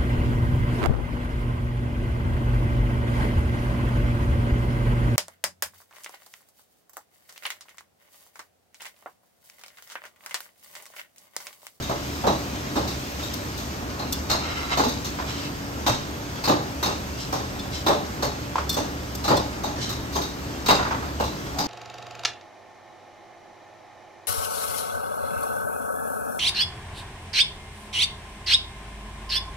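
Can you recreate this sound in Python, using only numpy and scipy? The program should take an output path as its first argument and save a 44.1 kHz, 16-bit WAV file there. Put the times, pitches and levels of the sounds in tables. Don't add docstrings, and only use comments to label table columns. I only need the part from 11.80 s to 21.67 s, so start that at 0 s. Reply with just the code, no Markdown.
import sys
import numpy as np
from scipy import signal
from scipy.fft import rfft, irfft, next_fast_len
from scipy.io import wavfile
from scipy.ndimage import uniform_filter1d, map_coordinates

SR = 44100
rng = np.random.default_rng(int(sys.argv[2]) if len(sys.argv) > 2 else 0)


def dump(signal):
    limited = np.clip(np.atleast_2d(signal).T, -1, 1)
    pcm = np.round(limited * 32767).astype(np.int16)
    wavfile.write(sys.argv[1], SR, pcm)


N = 435266
SIZE = 24576
T, HZ = np.arange(SIZE) / SR, np.fft.rfftfreq(SIZE, 1 / SR)
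TOP_HZ = 15900

# start_s, crack_level_db, thud_level_db, cutting_time_s, piece_pitch_hz, piece_lift_db
CHOPS = [(0.093, -30, -17.5, .002, 3650, 1), (0.438, -50, -13, 0.0029, 2770, 5),
         (0.467, -20, -11, .001, 3930, 6), (0.956, -22.5, -13, 0.0046, 3640, 8),
         (2.191, -26, -22, 0.0039, 4070, 11), (2.498, -11, -16, .016, 4230, 13.5),
         (2.972, -17, -9, 0.017, 3500, 1), (4.064, -10.5, -14, .008, 3870, 6),
         (4.674, -16, -8, 0.016, 4000, 6), (5.027, -13.5, -14.5, 0.03, 3760, 3),
         (5.525, -22, -15.5, 0.00091, 4600, 6), (6.063, -14.5, -7, 0.018, 3570, 5),
         (6.424, -18, -17, .001, 4420, 4), (6.966, -21.5, -17.5, .002, 6500, 6),
         (7.439, -19, -21, 0.0078, 4070, 12), (7.479, -16.5, -5.5, .024, 4750, 15),
         (7.835, -24, -19, 0.0021, 6400, 9), (8.353, -20.5, -17, 0.0036, 6300, 10),
         (8.884, -7, -6.5, .016, 3750, 7), (9.398, -23.5, -16, 0.00099, 2770, 16),
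         (9.785, -17, -20, .01, 4860, 12)]
# start_s, level_db,
# piece_pitch_hz
SNAPS = [(0.022, -23, 3770), (1.076, -23, 2240), (1.428, -26, 3750), (1.7754, -26, 4580),
         (3.036, -19.5, 4570), (3.081, -22, 3630), (3.245, -22.5, 6450), (4.638, -16.5, 4860),
         (7.568, -25.5, 4900), (8.093, -20.5, 3870), (8.326, -27, 4730), (8.416, -21, 4540),
         (8.86, -15, 4470), (9.437, -24, 4060)]
# start_s, level_db
KNOCKS = [(3.385, -28), (8.988, -21.5), (9.048, -24.5), (9.108, -22), (9.224, -31)]
# start_s, end_s, level_db, pressure_db, swell_over_stroke_db
SCRAPES = [(2.57, 3.04, -29, 8.5, 14.5), (3.458, 3.723, -35.5, -4, -12), (5.372, 5.485, -35, -21, -10),
           (5.914, 6.03, -33.5, -14, 3), (7.994, 8.12, -33, -15, 0)]
# start_s, pitch_hz, level_db
BUMPS = [(3.067, 243.5, -21.5), (4.099, 114, -20)]
# start_s, touch_level_db, arm_ring_level_db (against the touch)
CLINKS = [(1.536, -11.5, -22), (2.324, -4, -15.5), (5.790, -27.5, 4), (6.893, -4, -8), (6.926, -11, -14),
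          (6.941, -10.5, -9), (7.349, -12.5, -21), (7.566, -13, -3.5)]
# start_s, starting_pitch_hz, level_db
PLOPS = [(6.7564, 970, -9.5), (6.782, 1020, -10.5), (6.7857, 1210, -15)]
# pitch_hz, width_hz, lift_db
BOARD_MODES = [(296, 50, 4), (587, 26, 5), (847, 40, 7), (1080, 220, 3)]
# pitch_hz, width_hz, lift_db
EDGE_MODES = [(1390, 100, 8), (2130, 130, 11), (2790, 70, 10), (3090, 120, 11), (4000, 130, 13),
              (5150, 110, 6), (5680, 70, 9)]
BLADE_MODES = [1845, 2050, 2770, 3666, 3800, 3968, 4258, 4392, 5245]
TONGS_MODES = [3480, 3620, 4262, 4910, 5390, 5750, 7750, 8480, 12130, 14950]
# frequency_hz, density_db (per Hz)
WOOD_SPECTRUM = [(25, -17), (50, -18), (120, 4), (300, 4.5), (750, 1.5), (1100, -4.5), (1600, -15),
                 (2300, -23.5), (3500, -24.5), (8000, -56)]
SHELL_SPECTRUM = [(600, -9.5), (1080, 3.5), (1700, -6), (3300, -8), (3750, 3), (4700, -0.5), (6400, 1),
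                  (7200, -6.5), (10000, -9.5), (16000, -4.5)]
GRIT_SPECTRUM = [(400, -7), (1000, 5), (2000, -3), (5500, -4.5), (7500, -11.5), (15000, -37)]
TICK_SPECTRUM = [(800, -50), (2500, -1), (5500, 9.5), (9500, 0), (14500, 5), (16000, -6)]
# frequency_hz, density_db (per Hz)
FAN_SPECTRUM = [(28, -42), (46, -3), (56, -10), (70, 3.5), (95, -5), (120, -0.5), (160, -6), (290, -5),
                (450, -11.5), (1000, -13.5), (1700, -18), (8000, -57.5)]
HISS_SPECTRUM = [(900, -26), (1900, 8), (5000, 6), (6400, 5.5), (7200, 1), (10000, -5), (16000, -3.5)]
# time_s, level_db
HISS_COURSE = [(0, -45.5), (3.6, -49), (9.87, -50)]
# pitch_hz, level_db
MOTOR_LINES = [(70, -45.5), (285.3, -46), (578, -55)]
# frequency_hz, t60_s
ROOM_T60 = [(300, 0.52), (1000, 0.35), (6000, 0.48), (15000, 0.19)]
# frequency_hz, coherence (0-1)
COHERENCE = [(80, .99), (180, .88), (450, .62), (850, .66), (1300, .35), (2000, .38), (4000, .2),
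             (8000, .35), (9800, .92)]
# frequency_hz, lead_rad
LEFT_LEAD = [(150, 0), (550, 1.1), (1900, 3.1), (2900, 6.3), (5500, 8), (7500, 6.2), (10200, 3.14),
             (13300, 0), (16000, -3.1)]
# frequency_hz, difference_db
LEFT_TILT = [(800, 0), (2300, -2.5), (4400, 1), (4900, 7), (7300, -0.5)]

ENTRY_DB, UNDERSIDE_DB = -5, -7
LAND_S = 0.002
BASS_DB, BASS_GROWS = -12.5, 0.19
SPLINTER_DB, SPLINTER_FALLS = -19.5, 0.63
BLADE_LIFT_DB, BLADE_WIDTH_HZ = 11, 32
PIECE_WIDTH_HZ, SNAP_RING_DB = 230, 8
RUB_RATE, RUB_DB = 28.7, -3.5
EASE_DB, DRAG_SAG_PER_S = 4, 0.07
DRAG_WANDER, DRAG_WANDER_RATE = 0.007, 11
SQUEAK_S, SQUEAK_LENGTH_S, SQUEAK_DB = 9.73, 0.15, -29
SQUEAK_HZ, SQUEAK_RISE_HZ_PER_S = 665, 1900
TONGS_T60 = 0.09
TONGS_DB_PER_OCTAVE, TONGS_SOFT = -5, 0.21
REBOUND_S, REBOUND_DB = 0.004, 0


def contacts():
    rows = []
    for s, crack_db, thud_db, cut_s, hz, ring_db in CHOPS:
        rows.append((s, crack_db, thud_db + ENTRY_DB, LAND_S, hz, ring_db))
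        rows.append((s + cut_s, crack_db + UNDERSIDE_DB, thud_db, LAND_S + cut_s / 4, hz, ring_db))
    return rows


def thuds(level_db=-6, direct_db=-4, direct_t60=0.059):
    out = np.zeros((2, N))
    for s, crack_db, db, build_s, *_ in contacts():
        build_up = 1 - np.exp(-2 * T / build_s)
        direct = amp(direct_db - 60 * T / direct_t60) * build_up * diffuse()
        spot = chance_modes(300, 2000, lift_db=8, count=9)
        bass_db = BASS_DB + BASS_GROWS * (db - crack_db)
        blow = echoes(swell=build_s) + direct
        body = colour(blow, WOOD_SPECTRUM, BOARD_MODES + spot, bass_db * below(690))
        add(out, s, amp(db + level_db) * body)
    return out


def cracks(level_db=-8, direct_db=-3, direct_t60=0.18):
    out = np.zeros((2, N))
    breaks = [(s, db, hz, ring_db) for s, db, _, _, hz, ring_db in contacts()]
    snaps = [(*snap, SNAP_RING_DB) for snap in SNAPS]
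    for s, db, ring_hz, ring_db in breaks + snaps:
        decay = amp(direct_db - 60 * T / direct_t60)
        crunch = decay * (1 - np.exp(-T / 0.0002)) * grains(spread_db=2)
        blade = [(hz, BLADE_WIDTH_HZ, BLADE_LIFT_DB * rng.random()) for hz in BLADE_MODES]
        piece = chance_modes(2500, 8000, lift_db=10, count=14)
        modes = blade + piece + [(ring_hz, PIECE_WIDTH_HZ, ring_db)]
        treble_db = (SPLINTER_DB - SPLINTER_FALLS * db) * (1 - below(3060))
        body = colour(echoes(swell=0.0038) + crunch, SHELL_SPECTRUM, modes, treble_db)
        add(out, s, amp(db + level_db) * body)
    return out


def scrapes():
    out = np.zeros((2, N))
    for start, end, db, pressure_db, swell_db in SCRAPES:
        travel = np.clip(T / (end - start), 0, 1)
        stroke = np.sqrt(np.abs(np.sin(np.pi * travel))) * amp(swell_db * (travel - .5))
        rubbing = grains(spread_db=3) * amp(RUB_DB * wobble(RUB_RATE, size=SIZE))
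        slips = stroke * patchy(rubbing, depth_db=2)
        grip = amp(pressure_db / 10)
        edge = [(hz, width, grip * lift) for hz, width, lift in EDGE_MODES]
        modes = edge + chance_modes(1500, 6500, lift_db=4, count=10)
        pressed = colour(slips * (1 - travel), GRIT_SPECTRUM, modes, pressure_db * below(2300))
        eased = colour(slips * travel, GRIT_SPECTRUM, modes, (pressure_db - EASE_DB) * below(2400))
        speed = 1 - DRAG_SAG_PER_S * T + DRAG_WANDER * wobble(DRAG_WANDER_RATE, size=SIZE)
        gliding = [map_coordinates(side, [np.cumsum(speed)]) for side in pressed + eased]
        add(out, start, amp(db) * np.array(gliding))
    return out


def tumble(body_db=17):
    out = np.zeros((2, N))
    for s, db in KNOCKS:
        piece = chance_modes(700, 2000, lift_db=9, count=5)
        knock = colour(echoes(swell=0.0013), GRIT_SPECTRUM, piece, body_db * below(2400))
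        add(out, s, amp(db) * knock)
    return out


def squeak():
    sweep_hz = SQUEAK_HZ + SQUEAK_RISE_HZ_PER_S * T
    phase = 2 * np.pi * np.cumsum(sweep_hz) / SR + wobble(220, size=SIZE)
    swell = np.sin(np.pi * np.clip(T / SQUEAK_LENGTH_S, 0, 1)) ** 2
    out = np.zeros((2, N))
    add(out, SQUEAK_S, nearby(amp(SQUEAK_DB) * swell * np.sin(phase), wet_db=-5))
    return out


def clinks(tick_db=-7, tick_t60=0.021, ring_db=-12, attack_s=0.0032):
    out = np.zeros((2, N))
    hz = np.array(TONGS_MODES)[:, None]
    rebounds = [(s + REBOUND_S, db + REBOUND_DB, arms_db) for s, db, arms_db in CLINKS]
    for s, db, arms_db in CLINKS + rebounds:
        tick = colour(amp(tick_db - 60 * T / tick_t60) * grains(spread_db=3), TICK_SPECTRUM)
        mode_db = (TONGS_DB_PER_OCTAVE + TONGS_SOFT * db) * np.log2(hz / hz[0])
        decay_db = 60 * T * np.sqrt(hz / hz[0]) / TONGS_T60
        modes = amp(mode_db - decay_db) * np.sin(2 * np.pi * (hz * T + rng.random(hz.shape)))
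        ring = amp(2 * rng.standard_normal((2, len(TONGS_MODES)))) @ modes
        touch = (tick + amp(ring_db + arms_db) * ring) * (1 - np.exp(-T / attack_s))
        add(out, s, amp(db) * nearby(touch, wet_db=-8))
    return out


def plops(rise=3, t60=0.026, smack_db=-13, smack_t60=0.21):
    out = np.zeros((2, N))
    for s, hz, db in PLOPS:
        tone = np.sin(2 * np.pi * hz * T * (1 + rise * T))
        pocket = tone * amp(-60 * T / t60) * (1 - np.exp(-T / 0.00037))
        burst = amp(smack_db - 60 * T / smack_t60) * diffuse()
        smack = colour(burst, GRIT_SPECTRUM, shelf_db=12.5 * below(2000))
        add(out, s, amp(db - 1.5) * nearby(pocket + smack, wet_db=-13.0))
    return out


def bumps(t60=0.22):
    out = np.zeros((2, N))
    for s, hz, db in BUMPS:
        boom = amp(db - 60 * T / t60) * np.sin(2 * np.pi * hz * T)
        add(out, s, nearby(boom, wet_db=-6.0))
    return out


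def handling(level_db=-41, count=34):
    out = np.zeros((2, N))
    offsets, sizes_db = rng.random(count), rng.normal(0, 4.5, count)
    for k, (offset, size_db) in enumerate(zip(offsets, sizes_db)):
        piece = chance_modes(1000, 7000, lift_db=14, count=10)
        s = (k + offset) / count * (N - 1) / SR
        tap = colour(echoes(swell=0.0033), GRIT_SPECTRUM, piece)
        add(out, s, amp(level_db + size_db) * tap)
    return out


def machines(fan_db=-32.5, hiss_db=8):
    t, size = np.arange(N) / SR, next_fast_len(N)
    rumble = amp(fan_db + .7 * wobble(5)) * diffuse(size, FAN_SPECTRUM)[:, :N]
    air = patchy(diffuse(size, HISS_SPECTRUM)[:, :N], depth_db=2)
    course_db = np.interp(t, *np.transpose(HISS_COURSE))
    hiss = amp(course_db + hiss_db + wobble(1.33) / 2 + wobble(6.8) / 2) * air
    hum = 0
    for hz, db in MOTOR_LINES:
        lead = along(LEFT_LEAD, hz) * np.array([[.5], [-.5]])
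        phase = 2 * np.pi * hz * t + wobble(9.1) + lead
        hum = hum + np.sqrt(2) * amp(db + 3.0 * wobble(5.2)) * np.sin(phase)
    return rumble + hiss + hum


def nearby(x, wet_db):
    tail = echoes(swell=0.003)
    answer = signal.fftconvolve(np.atleast_2d(x), tail / np.linalg.norm(tail[0]), axes=1)[:, :SIZE]
    return x + amp(wet_db) * answer


def echoes(swell):
    hz, t, z = signal.stft(diffuse(), SR, nperseg=256)
    decay = amp(-60 * t / along(ROOM_T60, hz)[:, None])
    tail = signal.istft(z * decay, SR, nperseg=256)[1][:, :SIZE]
    clusters = unit(amp(1.8 * wobble(170, size=SIZE)))
    return tail * clusters * (1 - np.exp(-T / max(swell, 1e-4)))


def diffuse(size=SIZE, spectrum=((100, 0),)):
    hz = np.fft.rfftfreq(size, 1 / SR)
    a, b = rfft(rng.standard_normal((2, size)))
    turn = np.arccos(np.clip(along(COHERENCE, hz), 0, 1 - 1e-2)) / 2
    skew = amp(along(LEFT_TILT, hz) / 2) * np.exp(1j * along(LEFT_LEAD, hz) / 2)
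    mid, side = a * np.cos(turn), b * np.sin(turn)
    pair = np.array([(mid + side) * skew, (mid - side) / skew])
    return unit(irfft(pair * amp(along(spectrum, hz)), size))


def colour(x, spectrum, modes=(), shelf_db=0):
    resonances = sum(lift / (1 + ((HZ - hz) / width * 2) ** 2) for hz, width, lift in modes)
    db = along(spectrum, HZ) + shelf_db + resonances
    cepstrum = irfft(np.log(unit(amp(db))))[:SIZE // 2]
    cepstrum[1:] *= 2
    return irfft(rfft(x) * np.exp(rfft(cepstrum, SIZE)))


def chance_modes(low_hz, high_hz, lift_db, count):
    hz = low_hz * (high_hz / low_hz) ** ((np.arange(count) + rng.random(count)) / count)
    shares = rng.uniform(-.5, 1, count)
    return [(f, f / 40 + 20, lift_db * share) for f, share in zip(hz, shares)]


def grains(spread_db):
    sizes = uniform_filter1d(rng.standard_normal(SIZE), size=22)
    return unit(diffuse() * amp(spread_db * unit(sizes)))


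def patchy(x, depth_db):
    z = signal.stft(x, nperseg=1024)[2]
    field = uniform_filter1d(rng.standard_normal(z.shape[1:]), size=3, axis=0)
    field = uniform_filter1d(field, size=6, axis=1)
    return unit(signal.istft(z * amp(depth_db * unit(field)), nperseg=1024)[1][:, :x.shape[1]])


def wobble(rate, size=N):
    knots = rng.standard_normal(int(size * rate / SR) + 4)
    return map_coordinates(knots, [np.arange(size) * rate / SR])


def below(corner_hz):
    return 1 / (1 + (HZ / corner_hz) ** 4)


def along(points, hz):
    f, v = np.transpose(points)
    return np.interp(np.log(hz + 1), np.log(f), v)


def amp(db):
    return 10 ** (np.asarray(db) / 20)


def unit(x):
    return x / np.sqrt(np.mean(x ** 2) + 1e-20)


def add(track, s, x):
    i = round(s * SR)
    track[:, i:i + x.shape[1]] += x[:, :N - i]


def scene():
    chopping = thuds() + cracks() + scrapes() + tumble() + squeak() + bumps() + handling()
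    return chopping + clinks() + plops() + machines()


def record(dry):
    size = next_fast_len(N + SIZE)
    passband = np.fft.rfftfreq(size, 1 / SR) < TOP_HZ
    return irfft(rfft(dry, size) * passband, size)[:, :N]


dry = scene()
out = record(dry)
dump(out)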